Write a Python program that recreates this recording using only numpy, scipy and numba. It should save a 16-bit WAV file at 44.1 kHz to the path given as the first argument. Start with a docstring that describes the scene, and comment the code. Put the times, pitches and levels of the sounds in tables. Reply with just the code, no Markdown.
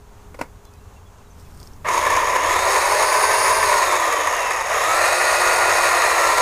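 """A bare wood, an electric chainsaw a few metres off: a latch snaps, gloves rustle, birds peep, then the motor
spins up, sags twice under load and settles into a deep cut. Chain: noisy blows ringing housing, steel bar and log.
Motor: sines locked to shaft turns, plus fan noise in bands that track speed. Latch: pulses and shell scrape.
Gloves: crackle and damped sine ticks. Birds: short drooping sines. Below: hiss, wind rumble, a fading hum."""
import sys
import numpy as np
from scipy import signal
from scipy.fft import rfft, irfft
from scipy.io import wavfile
from scipy.ndimage import uniform_filter1d
from numba import njit

SR = 44100
rng = np.random.default_rng(int(sys.argv[2]) if len(sys.argv) > 2 else 0)


def wav_out(sig):
    """Save sig, one row per channel (or a flat mono array), as 16-bit PCM at SR to the path in sys.argv[1]."""
    wavfile.write(sys.argv[1], SR, np.round(np.clip(np.atleast_2d(sig).T, -1, 1) * 32767).astype(np.int16))


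N = 282681
START_S = 1.843  # motor switched on
FULL_HZ = 350  # reference motor speed, turns per s


def undb(db):
    """Amplitude from dB."""
    return 10 ** (np.asarray(db) / 20)


def unit(x):
    """Scale to unit rms."""
    return x / np.sqrt(np.mean(x ** 2))


def curves(table):
    """Columns of a table, interpolated over its first column (s)."""
    s, *columns = np.transpose(table)
    return [np.interp(np.arange(N) / SR, s, c) for c in columns]


def ramp(start_s, rise_s):
    """0 before the start, 1 after the rise."""
    return np.clip((np.arange(N) / SR - start_s) / rise_s, 0, 1)


def walk(rate_hz):
    """Random levels held 1 / rate_hz and slewed twice; spread near 1."""
    k = max(int(SR / rate_hz), 1)
    steps = np.repeat(rng.standard_normal(N // k + 1), k)
    return 1.394 * uniform_filter1d(uniform_filter1d(steps, k), k)[:N]


def rev(hz, db, db_per_oct, deep_db):
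    """Level (dB) that follows motor speed and shifts as the cut goes deep."""
    deep = ramp(4.2, 0.5)
    return db + db_per_oct * np.log2(hz / FULL_HZ) + deep_db * deep


def colour(x, points):
    """Shape the spectrum by (Hz, dB) points, linear over log frequency."""
    hz, db = np.transpose(points)
    f = np.arange(N // 2 + 1) * SR / N + 1
    return irfft(rfft(x) * undb(np.interp(np.log(f), np.log(hz), db)), N)


def ring(x, modes):
    """Sum of damped resonances (Hz, width Hz, dB), every second one in opposite phase."""
    f = np.arange(N // 2 + 1) * SR / N
    response = 0
    for k, (hz, width_hz, db) in enumerate(modes):
        damping = 1j * f * width_hz
        response = response + (-1) ** k * undb(db) * damping / (hz ** 2 - f ** 2 + damping)
    return irfft(rfft(x) * response, N)


def knocks(per_s, spread_db, hiss):
    """Dense uneven blows of either sign over a bed of hiss."""
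    hit = rng.random(N) < per_s / SR
    size = undb(spread_db * rng.exponential(1, N)) * rng.choice([-1, 1], N)
    return unit(unit(hit * size) + hiss * rng.standard_normal(N))


@njit
def sweep(x, hz, share):
    """State-variable band-pass whose centre moves every sample; share = width / centre."""
    y, band, low = np.empty(len(x)), 0., 0.
    for i in range(len(x)):
        g = np.tan(np.pi * hz[i] / SR)
        v = (band + g * (x[i] - low)) / (1 + g * (g + share))
        band, low, y[i] = 2 * v - band, low + 2 * g * v, share * v
    return y


def chain(hz, turn):
    """Links slap housing and bar, cutters bite the log; load jolts shake all three together."""
    # load on the chain: time_s, housing_rattle_db, cutter_rasp_db
    work = [(1.84, -25.5, -42), (1.86, -21, -26.5), (2.0, -17.5, -26.5), (2.13, -16.5, -28),
            (2.31, -18, -24.5), (2.55, -18.5, -22), (3.29, -17, -20.5), (3.74, -16, -23),
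            (4.08, -21, -21.5), (4.67, -26.5, -23), (4.71, -22.5, -19.5), (4.84, -21, -20),
            (5.02, -25, -16), (5.14, -23, -16.5), (6.0, -20, -16), (6.41, -16.5, -19)]
    # housing resonances: centre_hz, width_hz, level_db
    housing_modes = [(615, 118, -9), (1005, 57, 4), (916, 69, -2.5), (360, 214, -12.5), (1121, 140, -3),
                     (1760, 104, -7.5), (2195, 275, -11.5)]
    # steel bar resonances: centre_hz, width_hz, level_db
    bar_modes = [(3734, 174, 1), (4830, 190, -0.5), (5400, 160, 2.5), (6590, 310, 7), (9940, 1230, -3),
                 (11900, 590, -8), (13270, 690, -9)]
    # log resonances: centre_hz, width_hz, level_db
    log_modes = [(565, 278, 2.5), (713, 305, 3.5), (1198, 178, 1), (1896, 179, 0.5), (2614, 380, -9.5)]

    housing_db, log_db = curves(work)
    # bar follows the housing rattle by 0.12 dB per dB
    bar_db = rev(hz, db=-28, db_per_oct=6.5, deep_db=1.5) + 0.12 * (housing_db - housing_db.mean())
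    bar_gain = ramp(START_S, 0.038) ** 2 * undb(bar_db)
    jolt_db = 0.54 * walk(30) + 0.88 * walk(90)
    # the drive sprocket turns slower than the motor and beats once a tooth gap
    beat = 1 + 0.19 * np.cos(2 * np.pi * 0.29 * turn)

    # loose links slap now and then: a sudden swell that dies in a few ms
    slaps_per_s, slap_decay_s = 90, 0.0036
    slap = (rng.random(N) < slaps_per_s / SR) * rng.exponential(1, N)
    slap = signal.lfilter([1], [1, -np.exp(-1 / (slap_decay_s * SR))], slap)
    # a chain pulled taut in the cut slaps less
    slap *= np.clip((-15.5 - log_db) / 9, 0.1, 1)

    housing = unit(ring((1 + 0.5 * slap) * knocks(2500, 1.54, 0.92), housing_modes))
    bar = unit(ring((1 + 0.3 * slap) * beat * knocks(5000, 1.6, 0.46), bar_modes))
    # the bar's highest ring wakes up with speed
    top_edge_hz, top_gain_per_oct = 10700, 0.51
    top = signal.sosfiltfilt(signal.butter(2, top_edge_hz, "high", fs=SR, output="sos"), bar)
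    bar = bar + top_gain_per_oct * np.log2(hz / FULL_HZ).clip(-1) * top
    log = unit(ring((1 + 0.12 * slap) * knocks(2000, 1.47, 0.84), log_modes))
    return undb(jolt_db) * (undb(housing_db) * housing + bar_gain * bar + undb(log_db) * log)


def motor_whine(hz, turn):
    """Sines on multiples of the turn rate, weighted by how well the casing lets each pitch out."""
    # shaft, three chain link tones, gear, a tone at seven times the shaft, two fan tones; level before casing:
    # turn_multiple, level_at_full_hz_db, speed_slope_db_per_oct, deep_cut_change_db, flicker_db, veiled_0_to_1
    lines = [(1, -44, 25, 5, 1.5, 1), (1.115, -35.5, 18, -24, 1.8, .3), (1.63, -33.5, 16, -18, 3, 1),
             (2.23, -34, 14, -18, 2.5, 1), (4, -31, -2, 5.5, 2, 1), (7, -47, 8, 11, 2.5, 1),
             (11, -42.5, -6, -1, 2.5, 1), (12, -47, 20, 6, 3, 1)]
    # casing transmission: pitch_hz, gain_db
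    casing = [(260, -10), (300, 0), (880, 0), (960, -12), (1050, -5), (1150, 4), (1300, 1), (1450, -2),
              (1600, 0), (2450, 5), (2750, 6), (2950, -2), (3300, 2), (4000, 2), (4200, -2), (4500, -3),
              (4700, 1)]
    # spans where the tones sink, the start with its first sag and the later speed recovery: from_s, to_s
    veils = [(1.8, 2.36), (4.62, 4.8)]

    veil_depth_db, veil_edge_s = -13, 0.06
    veil_db = veil_depth_db * sum(ramp(a, veil_edge_s) - ramp(b, veil_edge_s) for a, b in veils)
    whine = 0
    for multiple, *law, flicker_db, veiled in lines:
        casing_db = np.interp(multiple * hz, *np.transpose(casing))
        level_db = rev(hz, *law) + casing_db + veiled * veil_db + flicker_db * walk(20)
        whine = whine + undb(level_db) * np.sqrt(2) * np.sin(2 * np.pi * multiple * turn)
    return whine


def fan_air(hz):
    """The fan blows noise in broad bands whose centres ride the motor speed."""
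    # blown bands: turn_multiple, width_share_of_centre, relative_level_db
    bands = [(12.35, 0.18, -2), (23.84, 0.11, -3.5)]
    # air inlet resonance: centre_hz, width_hz, level_db
    inlet = [(9680, 125, 11.5)]

    air = sum(undb(db) * sweep(rng.standard_normal(N), k * hz, 1. * share) for k, share, db in bands)
    # the inlet sings when the upper band sweeps over it
    air = air + ring(air, inlet)
    air_db = rev(hz, db=-31.5, db_per_oct=14.5, deep_db=2.1) + walk(40)
    return ramp(START_S, 0.05) ** 2 * undb(air_db) * unit(air)


def latch():
    """Each snap is a sharp inward knock and a ragged scrape in the plastic shell."""
    # snaps: start_s, knock_peak_db, scrape_db (before its rise and decay), scrape_decay_s
    snaps = [(.344, -30, -32, 0.0079), (0.39, -30, -29.5, 0.015), (0.4117, -21, -17.5, 0.0033),
             (0.4144, -10, -20.5, 0.0029), (0.4155, -16, -27, 0.0024), (0.422, -18, -33, 0.02)]
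    # shell resonances: centre_hz, width_hz, level_db
    shell_modes = [(270, 34, 4.5), (525, 100, 3), (970, 110, 2.5), (1430, 260, -4.5), (2200, 270, -5.5),
                   (5000, 1600, -20.5), (9000, 4400, -25)]

    rise_s, knock_half_s = 0.00058, 0.00013
    t, scrape, knock = np.arange(N) / SR, np.zeros(N), np.zeros(N)
    for start_s, knock_db, scrape_db, decay_s in snaps:
        u = np.maximum(t - start_s, 0)
        scrape += undb(scrape_db) * (1 - np.exp(-u / rise_s)) * np.exp(-u / decay_s)
        knock -= undb(knock_db) * np.exp(-((t - start_s) / knock_half_s) ** 2)
    return knock + unit(ring(knocks(1500, 1.4, 0.87), shell_modes)) * scrape


def gloves():
    """Cloth and dry bark: faint crackle with a few clearer damped ticks."""
    # crackle level: time_s, level_db
    rustle = [(1.2, -80), (1.414, -55.5), (1.484, -67), (1.67, -53), (1.688, -73), (1.802, -77),
              (1.84, -72)]
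    # ticks: start_s, peak_db, pitch_hz
    ticks = [(0.651, -43, 6210), (0.7378, -42, 6470), (1.1848, -46, 6250), (1.5465, -44, 8800),
             (1.5739, -38, 8900), (1.601, -38, 4780), (1.63, -34, 4770), (1.6736, -32, 5370),
             (1.7176, -46, 5090), (1.7345, -39, 5570), (1.764, -45, 6500), (1.8303, -51, 6650)]

    t = np.arange(N) / SR
    modes = [(5200, 1100, 4), (8700, 980, 2), (12500, 3000, -5)]  # centre_hz, width_hz, level_db
    crackle = unit(ring(knocks(820, 2.1, 0.5) * undb(2 * walk(69.5)), modes))
    out = crackle * undb(curves(rustle)[0]) * (t > rustle[0][0]) * (t < rustle[-1][0])
    tick_decay_s, scratch_db, scratch_decay_s = 0.0011, -12, 0.005  # scratch relative to its tick
    u = np.arange(900) / SR
    for start_s, db, hz in ticks:
        i = int(start_s * SR)
        tick = np.exp(-u / tick_decay_s) * np.sin(2 * np.pi * hz * u)
        scratch = undb(scratch_db) * np.exp(-u / scratch_decay_s) * crackle[i:i + len(u)]
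        out[i:i + len(u)] += undb(db) * (tick + scratch)
    return out


def birds():
    """Short distant whistles, near sine, drooping a little."""
    # whistles: start_s, length_s, pitch_hz (at onset), level_db
    peeps = [(.65, .05, 3470, -63), (.65, .04, 4100, -63), (.72, 0.045, 2550, -62), (.77, .03, 3950, -64),
             (.79, .1, 2730, -67), (.96, 0.023, 2740, -57), (1.05, 0.036, 3400, -61),
             (1.19, .03, 2700, -66), (1.255, .03, 3870, -66), (1.3, 0.027, 6250, -58),
             (1.445, .03, 3400, -63), (1.46, .02, 2550, -60)]

    out = np.zeros(N)
    for start_s, length_s, hz, db in peeps:
        u = np.arange(int(length_s * SR)) / SR
        i = int(start_s * SR)
        swell = np.sqrt(2 * np.sin(np.pi * u / length_s))
        out[i:i + len(u)] += undb(db) * swell * np.sin(2 * np.pi * hz * u * (1 - 0.15 * u))
    return out


def wind():
    """Gusty rumble on the microphone; stronger gusts buffet higher up."""
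    # rumble spectrum: freq_hz, relative_db_per_hz
    rumble_shape = [(15, 0), (45, 0.5), (65, -1.5), (92, 3), (125, -10), (200, -12), (300, -18),
                    (400, -40.5)]
    # gusts: centre_s, half_length_s, db_over_breeze
    gusts = [(0.427, 0.092, 3.5), (1.66, .25, 4.5), (2.037, 0.23, 7), (2.7, 0.33, 3.5), (3.62, 0.12, 4),
             (4.27, .25, -3.5), (5.6, 0.58, 2.5)]

    t = np.arange(N) / SR
    breeze_db = -44
    gust_db = breeze_db + sum(db * np.exp(-((t - s) / half_s) ** 2) for s, half_s, db in gusts)
    rumble = unit(colour(rng.standard_normal(N), rumble_shape)) * undb(gust_db + 1.1 * walk(4.92))
    buffet_db = 1.6 * (gust_db + 45) - 63 + 2 * walk(20)
    buffet = unit(ring(rng.standard_normal(N), [(170, 70, 0)])) * undb(buffet_db)
    return rumble + buffet


def woodland_hiss():
    """Smooth far hiss: noise shaped to a fixed spectrum, level wavering slowly."""
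    # hiss spectrum: freq_hz, relative_db_per_hz
    hiss_shape = [(76, -33), (130, 0), (156, -7), (307, -13), (390, -2.5), (581, -7.5), (977, -4),
                  (2010, -17.5), (5030, -26), (6650, -19.5), (15400, -41)]
    return unit(colour(rng.standard_normal(N), hiss_shape)) * undb(-51 + walk(12))


def hum():
    """Thin sine with wandering phase and level, fading 2.5 dB per s."""
    t = np.arange(N) / SR
    level_db = -56.5 - 2.5 * t + 1.5 * walk(5)
    return undb(level_db) * np.sqrt(2) * np.sin(2 * np.pi * 412 * t + walk(4))


def scene():
    """Drive chain, whine and fan from one motor speed; add the other sources."""
    # motor speed before smoothing: time_s, turns_hz
    speed = [(1.85, 141.5), (1.93, 290.7), (2.05, 276), (2.28, 255.6), (2.4, 249.7), (2.5, 303), (2.6, 333),
             (2.72, 354.6), (2.95, 372.5), (3.35, 389.5), (3.59, 393.5), (3.72, 363), (3.8, 353.7),
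             (3.92, 325), (4.25, 271), (4.62, 221), (4.72, 246), (4.85, 310), (5.0, 343), (5.17, 359),
             (5.35, 359.5), (5.8, 354.5), (6, 345), (6.2, 339), (6.41, 342)]

    # the rotor's inertia rounds each change of speed; it hunts slightly as teeth catch and let go
    hz = uniform_filter1d(curves(speed)[0], size=SR // 25) * (1 + 0.002007 * walk(20))
    turn = np.cumsum(hz) / SR
    # little of the rattle's bass carries
    bass_cut = signal.butter(4, 400, "high", fs=SR, output="sos")
    noise = signal.sosfilt(bass_cut, chain(hz, turn) + fan_air(hz))
    saw = ramp(START_S, 0.0063) * (noise + motor_whine(hz, turn))
    return (saw + latch() + gloves() + birds() + wind() + woodland_hiss() + hum())[None]


def record(dry):
    """Soft saturation rounds the loudest peaks; a steep low-pass cuts the top."""
    top_cut = signal.ellip(12, 0.2, 85, 15380, fs=SR, output="sos")
    return signal.sosfilt(top_cut, np.tanh(0.75 * dry) / 0.86)


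dry = scene()
out = record(dry)
wav_out(out)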